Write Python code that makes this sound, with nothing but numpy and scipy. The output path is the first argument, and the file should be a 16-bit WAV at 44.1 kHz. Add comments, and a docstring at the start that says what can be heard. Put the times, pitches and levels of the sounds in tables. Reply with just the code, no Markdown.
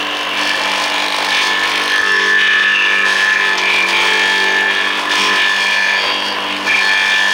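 """A homemade chopper's steel blade shreds handfuls of green fodder, heard close by in a farm shed.
An induction motor spins it about 49 times a second: hum, rotor tones and growl, slowing as stalks push in.
Once a turn the cut shakes the housing, rasps on the steel and tears the leaves, all as shaped noise.
Rubbing sets the blade's own notes singing; thick stalks snap and chips click as decaying noise bursts."""
import sys
import numpy as np
from scipy import signal
from scipy.fft import rfft, irfft, next_fast_len
from scipy.io import wavfile
from scipy.ndimage import uniform_filter1d, minimum_filter1d, map_coordinates

SR = 44100
rng = np.random.default_rng(int(sys.argv[2]) if len(sys.argv) > 2 else 0)


def pcm_store(signal):
    """Save signal as 16-bit PCM."""
    levels = np.round(np.clip(np.atleast_2d(signal), -1, 1) * 32767)
    wavfile.write(sys.argv[1], SR, levels.astype(np.int16).T)


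N = 323253
T = np.arange(N) / SR  # s

# stalks pushed against the blade [start t/s, end t/s, speed lost/turns per s, growl level/dB]
PUSHES = [(.49, 1.403, 0.27, -40), (1.39, 1.504, 1.36, -29), (1.501, 1.719, 0.36, -39),
          (2.02, 2.28, 1.44, -27), (2.299, 3.153, .26, -31.5), (3.36, 3.58, 1.25, -30.5),
          (3.58, 3.85, 1.5, -28.5), (3.85, 4.2, .68, -27.5), (4.2, 4.621, .92, -30),
          (4.62, 4.849, 0.36, -34.5), (5.13, 5.326, .35, -25.5), (5.33, 6.03, .95, -43),
          (6.749, 6.859, 1.35, -37), (6.86, 7.402, 0.7, -40)]
FREE_SPEED = 49.43  # turns per s
INERTIA_S, IDLE_GROWL_DB = .065, -42  # lag of slowing and recovery; growl between pushes

# mains hum of the motor [f/Hz, level/dB before ducking]
HUM = [(100, -49.5), (200, -46.5)]
# tones that come up when the rotor runs free [multiple of shaft speed, level/dB before ducking]
FREE_TONES = [(2, -62), (5, -50), (6, -32)]
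# rotor's own tone [multiple of shaft speed, level/dB before load and throb]
ROTOR = [(4, -45)]
# throb of the rotor's own tone [t/s, depth 0-1]
THROB = [(4.6, 0.03), (4.75, 0.53), (5.3, 0.6), (5.6, 0.17), (6.1, 0.21), (6.6, 0.47), (6.8, 0.08)]
# growl under load [multiple of shaft speed, level/dB against the growl strength]
GROWL = [(6, -16.5), (7, -9.5), (8, -5.5), (9, -6), (11, -14.5), (20, -5), (21, -3), (23, -3.5), (26, -12)]
ROTOR_LOAD_GAIN = 35  # the rotor's tone grows with the growl

# handfuls of leaves going through [start t/s, end t/s, rasp level/dB, tearing level/dB, before thinning]
HANDFULS = [(.36, 1.268, -21.5, -27), (1.283, 1.482, -17.5, -25), (1.612, 1.98, -21, -31),
            (2.044, 2.295, -20, -31), (2.37, 2.54, -14.5, -33), (2.56, 2.961, -18, -36.5),
            (3.04, 3.332, -19, -28), (3.389, 3.631, -20, -31), (3.65, 3.774, -11.5, -27),
            (3.86, 4.08, -16, -25), (4.116, 4.551, -21, -29), (4.681, 4.98, -23, -33.5),
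            (5.088, 5.38, -18.5, -25.5), (5.4, 6.056, -21.5, -28), (6.199, 6.276, -34, -33.5),
            (6.64, 7.4, -24, -27)]
# a handful is caught quickly and thins out as it is cut
FEED_ATTACK_S, FEED_RELEASE_S, THINNING_DB_PER_S = 0.017, 0.093, 3
IDLE_RASP_DB, IDLE_TEAR_DB = -25, -34.5  # scraps left in the housing
PACKED_DB = -8.5  # whine and shriek together at which the feed counts as packed tight
# a loose feed: share of the cut in one bite a turn, and change from turn to turn; each layer scales them
BITE_SHARE, LOOSENESS = 0.43, 0.74

# spectrum of the shaken housing [f/Hz, relative level/dB]
HOUSING_COLOUR = [(20, -61), (150, -24.5), (240, -14.5), (330, -8.5), (560, -3.5), (760, -4.5), (880, -4),
                  (940, -1), (1025, 6.5), (1170, -4), (1400, -6.5), (1650, -2.5), (2100, -8), (4000, -40)]
# housing: level before ducking, dip while the blade sings loudest, dB per dB of tearing
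HOUSING_DB, HOUSING_DUCKING_DB, HOUSING_FOLLOWS = -20.5, 8, 0.28
NORMAL_TEAR_DB = -29.5  # tearing of an ordinary handful
# spectrum of the rasp on steel [f/Hz, relative level/dB]
RASP_COLOUR = [(60, -31.5), (800, -24.5), (1250, -9.5), (1900, -4), (2400, 4), (2600, 0), (2850, 1),
               (3100, 0), (3520, -1.5), (3900, -5.5), (4500, -43), (7000, -46)]
# spectrum of the tearing leaves [f/Hz, relative level/dB]
TEAR_COLOUR = [(2500, -44), (3700, -3), (4400, 2), (5300, -1), (6500, -8.5), (7200, -13), (9000, -13.5),
               (10500, -19), (13000, -34), (15500, -20)]
# the edge ticking against a stalk once a turn [t/s, level/dB]
TICK = [(0, -35.5), (.85, -31.5), (1.1, -26), (1.3, -29.5), (1.55, -32), (1.68, -25), (1.97, -26),
        (2.08, -46)]
# spectrum of the tick [f/Hz, relative level/dB]
TICK_COLOUR = [(2000, -21), (3500, -0.5), (4200, 3), (5200, -30), (9000, -19.0), (15000, -31.5)]
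# the disc whirring when little touches it [t/s, level/dB]
WHIRR = [(0, -24), (.35, -23.5), (1.3, -32), (1.55, -59), (5.9, -37), (6.05, -26.5), (6.55, -25),
         (6.75, -33)]
# spectrum of the whirr [f/Hz, relative level/dB]
WHIRR_COLOUR = [(2200, -46), (2700, 1.5), (2900, 0.5), (3150, -4.0), (3700, -43)]
# spectrum of the flying chips [f/Hz, relative level/dB]
CHIP_COLOUR = [(1000, -3.5), (5000, -1), (9000, -9.0), (14000, -21)]

# notes of the steel, by name
# [f/Hz, width/Hz, self-sustained share 0-1, lower side tone, upper side tone, phase swing/rad]
BLADE = {"moan": (871.3, 6.1, 0.28, 0.2, .1, 0.043), "hoot": (1279, 12, 0.41, 0.34, 0.35, 0.28),
         "whine": (1752, 16, 0.3, 0.23, 0.15, 0.25), "squeal": (2394, 9, 0.53, 0.46, -0.28, 0.5),
         "shriek": (2795, 17, 0.5, 1.5, 0.3, 0.4), "whistle": (3256, 5, 0.6, 0.21, 0.047, 0.26),
         "ping": (4360, 5, .5, 0.2, 0.2, 0.7), "sizzle": (4700.5, 8.6, 0.7, 0.69, -0.3, 1),
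         "zing": (5500, 22, 0.33, 0.33, .1, 1)}
# overtones of the blade, ringing along with the tearing [f/Hz, level/dB against the steady contact]
OVERTONES = [(3412, -4), (3545, -4.5), (4550, -12.5), (5093, -16), (5400, -14.5), (6110, -15), (6500, -17),
             (6700, -18.5)]
# rubs that set a note singing; the hardest wins [note, start t/s, end t/s, level/dB before fading]
RUBS = [("moan", 0.57, 1.35, -26.5), ("moan", 3.38, 3.6, -29.5), ("moan", 3.9, 4.68, -24),
        ("moan", 6.75, 7.3, -30), ("hoot", 1.27, 1.85, -32), ("hoot", 1.926, 2.12, -24.5),
        ("hoot", 2.39, 3.05, -25.5), ("hoot", 3.2, 3.55, -29), ("hoot", 5.12, 5.38, -26.5),
        ("whine", 0.45, 0.55, -18), ("whine", 1.266, 1.65, -17), ("whine", 1.6, 1.9, -23),
        ("whine", 1.887, 2.28, -14.5), ("whine", 2.08, 2.17, -7.5), ("whine", 2.26, 2.73, -8.5),
        ("whine", 2.75, 3.53, -15), ("whine", 3.19, 3.33, -10.5), ("whine", 3.58, 3.95, -23),
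        ("whine", 4.03, 4.7, -15.5), ("whine", 4.72, 4.9, -19.5), ("whine", 4.93, 4.99, -22),
        ("whine", 5.06, 5.16, -16.5), ("whine", 5.27, 5.98, -15.5), ("whine", 6.65, 6.73, -17.5),
        ("whine", 6.785, 7.4, -14.5), ("squeal", 2.43, 2.54, -22), ("squeal", 2.75, 3.06, -21.5),
        ("squeal", 3.31, 3.42, -18.5), ("squeal", 3.6, 3.85, -16), ("squeal", 3.9, 4.0, -16.5),
        ("squeal", 4.0, 4.9, -25.5), ("squeal", 5.1, 5.36, -22.5), ("squeal", 5.56, 5.98, -21),
        ("squeal", 6.66, 6.79, -13), ("squeal", 6.86, 7.16, -17.5), ("shriek", 2.05, 2.12, -23),
        ("shriek", 2.62, 3.0, -21), ("shriek", 2.72, 2.83, -11.5), ("whistle", 3.9, 4.9, -25.5),
        ("whistle", 4.26, 4.42, -21), ("whistle", 5.1, 5.32, -26), ("whistle", 5.55, 5.72, -23.5),
        ("whistle", 5.95, 6.3, -22), ("whistle", 6.3, 6.52, -30.5), ("whistle", 6.66, 7.4, -25.5),
        ("ping", 6.78, 6.95, -28), ("sizzle", 5.94, 6.14, -25.5), ("sizzle", 6.14, 6.34, -31),
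        ("zing", 5.16, 5.28, -28)]
# a note builds up fast and rings on briefly
RUB_ATTACK_S, RUB_RELEASE_S, RUB_FADE_DB_PER_S = 0.019, 0.039, 1.5
# notes the leaves keep alive between rubs, by name [level/dB against the tearing]
GRAZE_DB = {"moan": -5.5, "whine": -1, "squeal": -12, "whistle": -6, "ping": -10.5}

# thick stalks snapping [t/s, level/dB, decay/s]
SNAPS = [(1.287, -23, 0.023), (2.21, -27, 0.032), (2.395, -30, .02), (3.328, -26, 0.02),
         (3.578, -16, 0.023), (3.825, -21, .01), (5.115, -19, 0.022), (6.019, -30, 0.024),
         (6.669, -23, .03)]
# spectrum of the snap [f/Hz, relative level/dB]
CRUNCH_COLOUR = [(150, -16), (350, 1), (1500, -12.0), (3600, 9.0), (6000, 3.0), (8000, -14), (14000, -28)]


def gain_of(db):
    """Decibels to amplitude."""
    return 10 ** (np.asarray(db) / 20)


def evened(x):
    """Scales to unit rms."""
    return x / np.sqrt(np.mean(abs(x) ** 2) + 1e-20)


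def steadied(x, size=3600):
    """Scales to unit rms from moment to moment, leaving the flutter within a turn."""
    power = uniform_filter1d(uniform_filter1d(abs(x) ** 2, size), size // 2)
    return x / np.sqrt(abs(power) + 1e-20)


def curve(rows):
    """A table of (t/s, value) drawn out to every sample."""
    return np.interp(T, *np.transpose(rows))


def coloured(x, points):
    """Filters by a spectrum drawn on a log-frequency axis."""
    size = next_fast_len(N + 4096)
    hz, db = np.transpose(points)
    log_hz = np.log(np.fft.rfftfreq(size, 1 / SR) + 1)
    gain = gain_of(np.interp(log_hz, np.log(hz), db))
    return irfft(rfft(x, size) * gain, size)[:N]


def wavering(per_s, depth_db):
    """A gain that drifts at random, about per_s times a second."""
    knots = rng.standard_normal(600)
    return evened(gain_of(depth_db * np.interp(T * per_s, np.arange(len(knots)), knots)))


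def held(start, end, attack, release, fade_db_per_s):
    """Envelope that rises at start, fades slowly while held and dies away after end."""
    since = np.clip(T - start, 0, max(end - start, .01))
    rise = 1 - np.exp(-since / attack)
    die_away = np.exp(-np.maximum(T - end, 0) / release)
    return rise * gain_of(-fade_db_per_s * since) * die_away


def decaying(hits, decay_s):
    """Gives every hit an exponential tail."""
    return signal.lfilter([1], [1, -np.exp(-1 / (decay_s * SR))], hits)


def shaft():
    """Each push brakes the rotor and makes it growl; inertia smooths both. Returns speed lost and growl strength."""
    sag, growl = np.zeros(N), np.full(N, gain_of(IDLE_GROWL_DB))
    for start, end, lost, db in PUSHES:
        pushing = (T >= start) & (T < end)
        sag[pushing], growl[pushing] = lost, gain_of(db)
    keep = np.exp(-1 / (INERTIA_S * SR))
    return signal.lfilter([1 - keep], [1, -keep], [sag, growl])


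def sine(cycles):
    """A unit-rms sine with a random starting phase."""
    return np.sqrt(2) * np.sin(2 * np.pi * (cycles + rng.random()))


def orders(turns, table, waver_db):
    """Sines locked to the shaft, each drifting in strength."""
    return sum(gain_of(db) * wavering(7, waver_db) * sine(k * turns) for k, db in table)


def motor(turns, sag, growling, loose):
    """Mains hum beats against the rotor's tones and fades while the machine is loud; under load a growl takes over."""
    hum = sum(gain_of(db) * sine(hz * T) for hz, db in HUM)
    ducking = 1.16 * gain_of(-10 * sag) * (0.14 + 0.74 * loose)
    load_gain = 1 + ROTOR_LOAD_GAIN * growling
    throb = 1 + curve(THROB) * np.sin(2 * np.pi * 8.3 * T)  # 8.3 Hz
    rotor = orders(turns, ROTOR, waver_db=2.5) * load_gain * throb
    growl = growling * orders(turns, GROWL, waver_db=3.5)
    return rotor + growl + ducking * (hum + orders(turns, FREE_TONES, waver_db=3.5))


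def feed():
    """Strength of the rasp and of the tearing as handful follows handful, added as power."""
    rasp_power, tear_power = gain_of(IDLE_RASP_DB) ** 2, gain_of(IDLE_TEAR_DB) ** 2
    for start, end, rasp_db, tear_db in HANDFULS:
        shape = held(start, end, FEED_ATTACK_S, FEED_RELEASE_S, THINNING_DB_PER_S)
        rasp_power = rasp_power + (gain_of(rasp_db) * shape) ** 2
        tear_power = tear_power + (gain_of(tear_db) * shape) ** 2
    return np.sqrt(rasp_power), np.sqrt(tear_power)


def repeating(turns, memory, fresh, size=2048):
    """Roughness met again on every turn: it wears away over `memory` turns, and a share is always new."""
    keep = np.exp(-1 / memory)
    # one row a turn, each a worn copy of the last; the first 50 rows let it settle
    track = signal.lfilter([1], [1, -keep], rng.standard_normal((420, size // 2)), axis=0)[50:]
    track = signal.resample_poly(track.ravel(), up=2, down=1)
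    old = map_coordinates(track, [turns * size], order=1)
    return np.sqrt(1 - fresh) * evened(old) + np.sqrt(fresh) * rng.standard_normal(N)


def bites(turns, depth, angle, length, uneven_db):
    """Envelope of the cut: a burst as the edge meets the feed, of a different size each turn."""
    since = turns - angle + 1  # angle and length in turns
    phase = since % 1
    size = gain_of(uneven_db * rng.uniform(-2.0, 2.3, 400))[since.astype(int)]
    burst = evened(size * np.exp(-phase / length) * (1 - np.exp(-phase / 0.011)))
    return np.sqrt(1 - depth + depth * burst ** 2)


def housing(turns, tearing, packed, bite, loose):
    """The cut shakes the wooden housing into a drone, which dips while the blade sings loudly."""
    level = gain_of(HOUSING_DB - HOUSING_DUCKING_DB * packed)
    level = level * (tearing / gain_of(NORMAL_TEAR_DB)) ** HOUSING_FOLLOWS
    drone = repeating(turns, memory=22.0, fresh=0.17 + .5 * loose)
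    drone = drone * bites(turns, depth=0.59 * bite, angle=0.38, length=0.38, uneven_db=4)
    return level * wavering(18, depth_db=1) * steadied(coloured(drone, HOUSING_COLOUR))


def rasp(turns, rasping, bite, loose):
    """Leaves scrape over the steel, with roughness that returns on every turn."""
    scrape = repeating(turns, memory=28, fresh=.34 * loose)
    scrape = scrape * bites(turns, depth=.7 * bite, angle=.36, length=.18, uneven_db=2)
    return rasping * wavering(20, depth_db=2.5) * steadied(coloured(scrape, RASP_COLOUR))


def crackle(per_s, decay, size_db):
    """Envelope of single fibres parting: sudden, of different sizes, quickly gone."""
    breaks = (rng.random(N) < per_s / SR) * gain_of(size_db * np.minimum(rng.exponential(1, N), 3))
    return evened(1 + .5 * decaying(breaks, decay))


def tear(turns, tearing, bite, loose):
    """Leaves tear in bites, roughened by single fibres parting."""
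    rip = repeating(turns, memory=24, fresh=.5 * loose)
    rip = rip * bites(turns, depth=1.05 * bite, angle=0.37, length=0.2, uneven_db=2)
    fibres = crackle(per_s=200, decay=0.002, size_db=0.5)
    return tearing * wavering(19, depth_db=2.0) * steadied(coloured(rip * fibres, TEAR_COLOUR))


def tick(turns):
    """The edge ticks against a stalk in a short burst once a turn."""
    edge = repeating(turns, memory=30, fresh=.1) * bites(turns, depth=1, angle=.39, length=.1, uneven_db=1.5)
    return gain_of(curve(TICK)) * evened(coloured(edge, TICK_COLOUR))


def whirr(turns):
    """The disc whirrs in a narrow band of noise, partly repeating each turn."""
    rough = repeating(turns, memory=20, fresh=0.7)
    return gain_of(curve(WHIRR)) * evened(coloured(rough, WHIRR_COLOUR))


def cutting(turns, rasping, tearing, packed, bite, loose):
    """All layers of the cut; a packed feed makes housing, rasp and tearing repeat more exactly."""
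    return (housing(turns, tearing, packed, bite, loose) + rasp(turns, rasping, bite, loose)
            + tear(turns, tearing, bite, loose) + tick(turns) + whirr(turns))


def chips(tearing):
    """Flying chips click against the boards, about 45 a second, louder with the tearing."""
    hits = (rng.random(N) < 45 / SR) * rng.exponential(1, N)
    clicks = decaying(hits, 0.0033) * rng.standard_normal(N)
    return gain_of(-13.5) * tearing * evened(coloured(clicks, CHIP_COLOUR))


def singing(tearing):
    """Strength of each note of the steel: that of the hardest rub, or the faint graze of the leaves."""
    strength = {note: gain_of(db) * tearing for note, db in GRAZE_DB.items()}
    for note, start, end, db in RUBS:
        rub = gain_of(db) * held(start, end, RUB_ATTACK_S, RUB_RELEASE_S, RUB_FADE_DB_PER_S)
        strength[note] = np.maximum(strength.get(note, 0), rub)
    return strength


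def ringing(turns, hz, width, sustained, lower, upper, swing):
    """One note of the disc, kicked once a turn and rubbed; lobes sweep past twice a turn, giving side tones."""
    carrier = np.exp(2j * np.pi * hz * T)
    r = np.exp(-np.pi * width / SR)  # a wider note decays faster
    kick = evened(np.exp(-(((turns - .88) % 1 - .01) / 0.0019) ** 2))
    rub_colour = [(hz * .4, -45), (hz * .72, 0), (hz, 0), (hz * 1.0, -6), (hz * 2, -45)]
    rub = coloured(kick + .5 * rng.standard_normal(N), rub_colour)
    # resonate around zero frequency, then shift up with the carrier
    resonance = signal.lfilter([1 - r], [1, -r], rub / carrier)
    build = np.hanning(150)  # the ring takes a moment to spread round the disc
    struck = evened(signal.oaconvolve(resonance, build, "same"))
    steady = np.exp(2j * np.pi * rng.random())
    ring = steadied(sustained * steady + (1 - sustained) * struck, size=1800)
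    sweep = np.exp(4j * np.pi * (turns - .55))
    phase_swing = np.exp(1j * swing * (sweep ** 2).imag)
    lobes = evened((1 + lower / sweep + upper * sweep) * phase_swing)
    return np.sqrt(2) * (ring * lobes * carrier).real


def blade(turns, strength, tearing, bite):
    """The main notes swell and fade as the stalks press on the disc; overtones come and go with the tearing."""
    out = sum(strength[name] * wavering(14, depth_db=1.4) * ringing(turns, *note)
              for name, note in BLADE.items())
    contact = tearing * (1.6 - 2.07 * bite)  # a sharp bite leaves less steady rubbing
    for hz, db in OVERTONES:
        tone = ringing(turns, hz, width=6.4, sustained=0.54, lower=0.3, upper=-0.085, swing=0.7)
        out += gain_of(db) * contact * wavering(8, depth_db=4) * tone
    return out


def snaps():
    """A thick stalk bursts in a short, bright crunch."""
    envelope = np.zeros(N)
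    for s, db, decay in SNAPS:
        envelope += gain_of(db) * (T >= s) * np.exp(-abs(T - s) / decay)
    return envelope * evened(coloured(rng.standard_normal(N), CRUNCH_COLOUR))


def scene():
    """The one shaft's angle times every turn; the tighter the feed is packed, the smoother the cut."""
    sag, growling = shaft()
    turns = np.cumsum(FREE_SPEED - sag) / SR
    rasping, tearing = feed()
    strength = singing(tearing)
    loud_notes = uniform_filter1d(strength["whine"] + strength["shriek"], size=6000)
    packed = np.clip(loud_notes / gain_of(PACKED_DB), 0, 1)  # loud singing stands for a tight feed
    bite, loose = BITE_SHARE * (1 - packed), LOOSENESS * (1 - packed)
    mix = motor(turns, sag, growling, loose) + cutting(turns, rasping, tearing, packed, bite, loose)
    mix = mix + chips(tearing) + blade(turns, strength, tearing, bite) + snaps()
    return mix[None]


def record(dry):
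    """A fast limiter holds the peaks down to about -4 dB; then a steep low-pass at 15.8 kHz."""
    headroom = np.minimum(1, gain_of(-4) / (abs(dry) + 1e-9))
    limited = dry * uniform_filter1d(minimum_filter1d(headroom, size=200), size=200)
    low_pass = signal.firwin(511, 15800, window=("kaiser", 9), fs=SR)
    return signal.oaconvolve(limited, low_pass[None], "same")


dry = scene()
out = record(dry)
pcm_store(out)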